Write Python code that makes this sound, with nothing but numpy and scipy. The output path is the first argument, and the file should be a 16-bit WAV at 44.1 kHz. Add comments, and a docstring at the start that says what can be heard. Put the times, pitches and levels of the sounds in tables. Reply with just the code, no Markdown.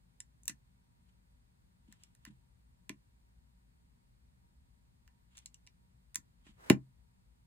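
"""Small keys and a switch click close to a stereo microphone: a hand works a pocket computer above a desk mat.
Every contact rings the plastic case's resonances; creaks in the grip and rattles of loose parts ring it too.
Bumps excite the modes of the desk top; fingers and the sliding edge are unevenly brushed noise.
At the end the case is set down with a clack and a thump.
A small, quiet room answers, with a low rumble, hiss and a faint whir behind."""
import sys
import numpy as np
from scipy import signal
from scipy.fft import rfft, irfft, next_fast_len
from scipy.io import wavfile
from scipy.ndimage import map_coordinates

SR = 44100
rng = np.random.default_rng(int(sys.argv[2]) if len(sys.argv) > 2 else 0)


def waveform_to_disk(signal):
    """Save audio, clipped to [-1, 1], as 16-bit WAV at the path in sys.argv[1]."""
    frames = np.transpose(np.atleast_2d(signal))
    scaled = np.clip(frames, -1, 1) * 32767
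    samples = np.round(scaled).astype(np.int16)
    wavfile.write(sys.argv[1], SR, samples)


N = 328986  # length in samples


def clicks(middle_db=1.0):
    """Each key, switch or case click is one contact that rings the case."""
    # Each row: start in seconds, snap in dB, hollow body over the snap in dB, top sizzle over the snap in dB;
    # struck() trims the snap and body further.
    presses = [(0.2025, -39, -15, -22), (0.4332, -57, -35, -15), (0.455, -52, -20, 1.5),
               (0.4792, -27, -14.5, -4), (1.9244, -54, -6, -3), (2.1498, -62.5, -9.5, -6),
               (2.2507, -52.5, 3, 3.5), (2.8931, -43.5, 4.5, -3.5), (5.0762, -67, 4, 3),
               (6.1448, -44, -10, -13), (6.1563, -27.5, -13, -3), (6.6988, -26.5, 7, 4.5)]
    out = np.zeros((2, N))
    for s, snap, hollow, sizzle in presses:
        add(out, s, struck(contact(), snap, hollow, middle_db, sizzle, body_from_hz=1400))
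    return out


def creaks(middle_db=6, sizzle_db=-13):
    """The shell sticks and slips as the grip shifts; a slip is a thin tick, strong in the middle register."""
    # Each row: start in seconds, snap in dB, hollow body over the snap in dB, before the trims in struck().
    slips = [(2.0352, -52.5, -13.5), (5.3705, -51, -18), (5.3785, -51, -11), (5.3873, -53, -15),
             (5.4583, -42.5, -16), (5.5427, -52.5, -10), (5.6656, -64, -1), (5.6722, -59.5, 2)]
    out = np.zeros((2, N))
    for s, snap, hollow in slips:
        add(out, s, struck(contact(), snap, hollow, middle_db, sizzle_db, body_from_hz=2190))
    return out


def rattles(middle_db=0.5, sizzle_db=-10, impacts_per_s=1500, fade_s=0.0055):
    """Loose parts in the jolted case: a shower of random impacts dies away in a few hundredths of a second."""
    # Each row: start in seconds, snap in dB, hollow body over the snap in dB, before the trims in struck().
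    jolts = [(0.4926, -40, -4), (2.261, -73, 18), (6.4637, -69, 8.5), (6.7015, -34.5, -5)]
    out = np.zeros((2, N))
    t = np.arange(SR // 4) / SR
    for s, snap, hollow in jolts:
        hits = rng.random(len(t)) < impacts_per_s / SR
        force = hits * rng.standard_normal(len(t)) * np.exp(-t / fade_s)
        add(out, s, struck(force, snap, hollow, middle_db, sizzle_db, body_from_hz=1600))
    return out


def contact(chatter=2.2, build_s=0.0005):
    """The force of one contact: a snap amid a burst of tiny impacts that builds and fades."""
    u = np.arange(SR // 4) / SR / build_s
    force = rng.standard_normal(len(u)) * u * np.exp(-u)
    force *= chatter / np.linalg.norm(force)
    force[np.searchsorted(u, 1)] += 1  # the snap comes at the height of the burst
    return force


def struck(force, snap, hollow, middle, sizzle, body_from_hz, body_db=2.5, snap_db=3, crack=0.089):
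    """A force rings the case; where it is touched decides which of its registers speak."""
    flex_db, flex_follows = -12.5, 1.3  # low flexing of the whole case: dB, dB per dB of hollowness
    middle_follows = 0.52  # share of the hollowness that the middle register takes on
    ring = filtered(force, lambda hz: case(hz) + crack)  # crack: the force heard without resonance
    click = amp(flex_follows * hollow + flex_db) * band(ring, 440, 1050)
    click += amp(hollow + body_db) * band(ring, body_from_hz, 3000)
    click += amp(middle_follows * hollow + middle) * band(ring, 3500, 6000)
    click += amp(snap_db) * band(ring, 6300, 10500)
    click += amp(sizzle) * band(ring, 11000, 20000)
    return heard(amp(snap) * click, wet_db=5.0)


def case(hz):
    """Response of the plastic shell: a sum of damped resonances of alternating sign."""
    # Each row: centre in Hz, width in Hz, relative level in dB.
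    resonances = [(1013, 56, -6), (1437, 130, -5), (1778, 120, -1), (2020, 120, -1.5), (2358, 130, -5),
                  (2830, 190, -2.5), (3660, 290, -8), (4300, 300, -2.5), (5600, 790, -6), (6590, 350, -1),
                  (7280, 210, 3), (8200, 690, -3), (9250, 500, -6.5), (10270, 600, -3.5),
                  (11900, 690, -5.5), (14800, 1400, -8.5)]
    total = 0
    for k, (centre, width, db) in enumerate(resonances):
        damping = 1j * hz * width
        total = total + (-1) ** k * amp(db) * damping / (centre ** 2 - hz ** 2 + damping)
    return total


def band(x, lo_hz, hi_hz):
    """One band of a struck sound, with the energy of a millisecond at rms 1."""
    part = signal.sosfilt(signal.butter(3, [lo_hz, hi_hz], 'band', fs=SR, output='sos'), x)
    return part / np.sqrt(np.sum(part ** 2) / (SR / 1000))


def bumps():
    """One edge of the case hits the desk, then the other settles softly onto the mat."""
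    # Each row: start in seconds, drive level in dB, softness in seconds, wait for the other edge in seconds.
    landings = [(0.492, -35.5, 0.0064, .014), (1.858, -52, 0.013, 0.022), (2.27, -33, 0.0076, .023),
                (2.8988, -34.5, 0.0027, .014), (6.157, -56.5, 0.0017, .021), (6.466, -54.5, .0015, .02),
                (6.7034, -4, 0.0022, .022)]
    # The other edge: drive after a 0 dB blow, dB per dB of that blow, softness in seconds.
    settle_db, settle_follows, settle_soft_s = -22, 0.25, 0.009
    out = np.zeros((2, N))
    for s, level, soft, wait in landings:
        add(out, s, thump(level, soft))
        add(out, s + wait, thump(settle_db + settle_follows * level, settle_soft_s))
    return out


def thump(level, soft, lowest_hz=80):
    """The softer a blow, the slower and duller the desk's modes swell in; deep bass hardly radiates."""
    # Modes of the desk top. Each row: frequency in Hz, relative level in dB, time to fall 60 dB in seconds.
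    modes = [(131.2, -29, 0.33), (172, -24, .14), (211, -12.5, .11), (287, 1.5, .036), (338.4, -19.5, .1),
             (366.2, -16.5, 0.015), (637, -20.5, 0.061), (670, -21.5, 0.032), (813, -19.5, 0.044),
             (920, -28, .06), (1064, -18.5, 0.034)]
    soft_cycles = 1.9  # modes that swing more often than this during a blow are hardly excited
    t = np.arange(SR // 2) / SR
    ring = np.zeros(len(t))
    for hz, db, t60 in modes:
        dulling = 1 + (hz * soft / soft_cycles) ** 4
        ring += amp(db - 60 * t / t60) * np.sin(2 * np.pi * hz * (t - soft)) / dulling
    swell = 1 - np.exp(-(t / soft) ** 2)
    return heard(amp(level) * low_cut(ring * swell, lowest_hz, order=2), wet_db=3.5)


def slide(start_s=6.56, lands_s=6.703, final_db=-53.5):
    """The case's edge gathers speed evenly over the mat as it tips down, until it lands."""
    # Sound of the mat. Each row: frequency in Hz, relative level in dB per Hz.
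    mat = [(150, -6.5), (400, 2), (1000, 2), (1900, -2.5), (3200, -12), (5500, -16), (8000, -17),
           (12000, -22), (16000, -23)]
    speed = np.interp(np.arange(N) / SR, [start_s, lands_s], [0, 1], right=0)
    return amp(final_db) * speed * friction(mat)


def rubbing(rise_db_per_s=344, fall_db_per_s=279):
    """Fingers slide on the case; every stroke swells and fades at the same pace."""
    # Each row: height of the stroke in seconds, level there in dB.
    strokes = [(1.09, -77.5), (1.925, -70.5), (2.035, -70), (2.273, -67), (5.376, -62.5), (6.479, -64)]
    # Sound of skin on plastic. Each row: frequency in Hz, relative level in dB per Hz.
    skin = [(300, -18.5), (900, 2.5), (1800, 1.5), (3200, 6), (5500, -9), (7500, -3.5), (11000, -16.5),
            (16000, -31.5)]
    t = np.arange(N) / SR
    strength = np.zeros(N)
    for s, db in strokes:
        drop_db = np.maximum((s - t) * rise_db_per_s, (t - s) * fall_db_per_s)
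        strength += amp(db - drop_db)
    return strength * friction(skin)


def friction(spectrum, rough_db=3, catches_per_s=110):
    """A brushing sound of rms 1 that catches and slips unevenly."""
    return unit(amp(rough_db * wobble(catches_per_s)) * noise(spectrum))


def heard(x, wet_db, gap=0.0017):
    """A sound at the hand as both microphones get it: directly, and a moment later from the room."""
    # Each row: frequency in Hz, left minus right in dB.
    lean = [(200, 2), (450, 2), (850, -6), (2200, -6), (4200, -4), (6500, 0), (15000, 0)]
    # Each row: frequency in Hz, phase by which left leads in radians.
    lead = [(200, -.05), (700, -1.4), (1200, -.45), (2700, 1.3), (3700, .9), (5400, 3.1), (8200, 6),
            (12000, 9.6), (16000, 12.8)]
    # Each row: frequency in Hz, left-right likeness of the room's answer from -1 to 1.
    room_alike = [(150, -0.36), (300, 0.98), (600, -.3), (2000, -.1), (5500, -.5), (8000, -0.4)]
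    # Each row: frequency in Hz, time for the room to fall 60 dB in seconds.
    room_t60 = [(120, 0.2), (300, .14), (1000, .14), (3000, 0.089), (8000, 0.1), (15000, 0.087)]
    # Each row: frequency in Hz, relative level of the room's answer in dB.
    room_wet = [(120, -5), (300, -14.5), (1000, -7), (3000, -9.5), (8000, -14), (15000, -19.5)]
    sides = np.array([[.5], [-.5]])
    direct = filtered(x, lambda hz: amp(sides * along(lean, hz)) * np.exp(1j * sides * along(lead, hz)))

    # The room's answer is noise that dies away at its own pace in each band.
    diffuse = stereo(rng.standard_normal((2, len(x))), room_alike)
    hz, t, z = signal.stft(diffuse, SR, nperseg=256)
    t60 = along(room_t60, hz)[:, None]
    size = amp(along(room_wet, hz))[:, None] * np.sqrt(2 * np.log(1000) / (t60 * SR))
    decay = np.exp(-np.log(1000) * t / t60)
    tail = signal.istft(z * size * decay, SR, nperseg=256)[1][:, :len(x)]
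    tail *= 1 - np.exp(-(np.arange(len(x)) / SR / gap) ** 2)  # it builds up over the gap in seconds
    return direct + amp(wet_db) * signal.fftconvolve(x[None], tail, axes=1)[:, :len(x)]


def background(rumble_db=-66, hiss_db=-79.5, whir_db=-89, waver_db=3, wavers_per_s=12):
    """The room's low rumble, stronger on the left, under hiss and a faint narrow whir that wavers."""
    # Three spectra. Each row: frequency in Hz, relative level in dB per Hz.
    rumble_hz = [(12, -49.5), (20, -17.5), (35, -5.5), (59, 2), (92, -11.5), (124, -6), (151, -14.5),
                 (184, -9), (212, -20), (248, -13.5), (267, -24), (600, -31.5), (780, -56.5), (1320, -120)]
    hiss_hz = [(250, -20.5), (500, -8), (800, 0.5), (1300, -4.5), (1900, -4.5), (3000, -10), (4400, -8.5),
               (5800, -14.5), (8800, -11.5), (10300, -14), (12000, -30), (14200, -11), (16000, -29)]
    whir_hz = [(700, -52), (890, -18), (945, -0.5), (1000, -16), (1250, -62.5)]
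    rumble = noise(rumble_hz) * amp([[1.3], [-1.3]])
    whir = unit(amp(waver_db * wobble(wavers_per_s)) * noise(whir_hz))
    return amp(rumble_db) * rumble + amp(hiss_db) * noise(hiss_hz) + amp(whir_db) * whir


def noise(spectrum):
    """Diffuse stereo noise of rms 1, more alike left and right in the bass."""
    # Each row: frequency in Hz, left-right likeness from -1 to 1.
    likeness = [(60, .79), (200, .75), (380, -.5), (700, -.68), (2400, -.54), (4400, -.45), (5800, -.5),
                (8100, .35), (15000, -.1)]
    pair = stereo(rng.standard_normal((2, N)), likeness)
    return unit(filtered(pair, lambda hz: amp(along(spectrum, hz))))


def stereo(pair, alike):
    """Two unrelated noises mixed to left and right with a given likeness per frequency."""
    def mid_and_side(hz):
        turn = np.arccos(np.clip(along(alike, hz), -1, 1)) / 2
        return np.array([np.cos(turn), np.sin(turn)])

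    mid, side = filtered(pair, mid_and_side)
    return np.array([mid + side, mid - side])


def wobble(per_s):
    """A smooth random curve through so many random points a second."""
    knots = np.arange(N) * per_s / SR
    return map_coordinates(rng.standard_normal(int(knots[-1]) + 4), [knots])


def amp(db):
    """Decibels to gain."""
    return 10 ** (np.asarray(db) / 20)


def unit(x):
    """x at rms 1."""
    return x / np.sqrt(np.mean(x ** 2) + 1e-20)


def along(points, hz):
    """(Hz, value) points read on a log frequency axis."""
    f, v = np.transpose(points)
    return np.interp(np.log(hz + 1), np.log(f + 1), v)


def filtered(x, response):
    """x times a complex response of frequency, padded with silence."""
    n = x.shape[-1]
    m = next_fast_len(n + 8192)
    return irfft(rfft(x, m) * response(np.fft.rfftfreq(m, 1 / SR)), m)[..., :n]


def low_cut(x, hz, order):
    """A causal high-pass."""
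    return signal.sosfilt(signal.butter(order, hz, 'high', fs=SR, output='sos'), x)


def add(track, s, sound):
    """Mix a sound into the track from second s on."""
    part = track[..., round(s * SR):][..., :sound.shape[-1]]
    part += sound[..., :part.shape[-1]]


def scene():
    """Clicks, creaks, rattles, bumps, rubbing and a slide over the quiet room."""
    handling = clicks() + creaks() + rattles() + bumps() + rubbing() + slide()
    return handling + background()


def record(dry, top_hz=16200):
    """The microphone drops the deepest bass; the recorder keeps almost nothing above its band limit."""
    return filtered(low_cut(dry, hz=42, order=4), lambda hz: 1 / (1 + (hz / top_hz) ** 80))


dry = scene()
out = record(dry)
waveform_to_disk(out)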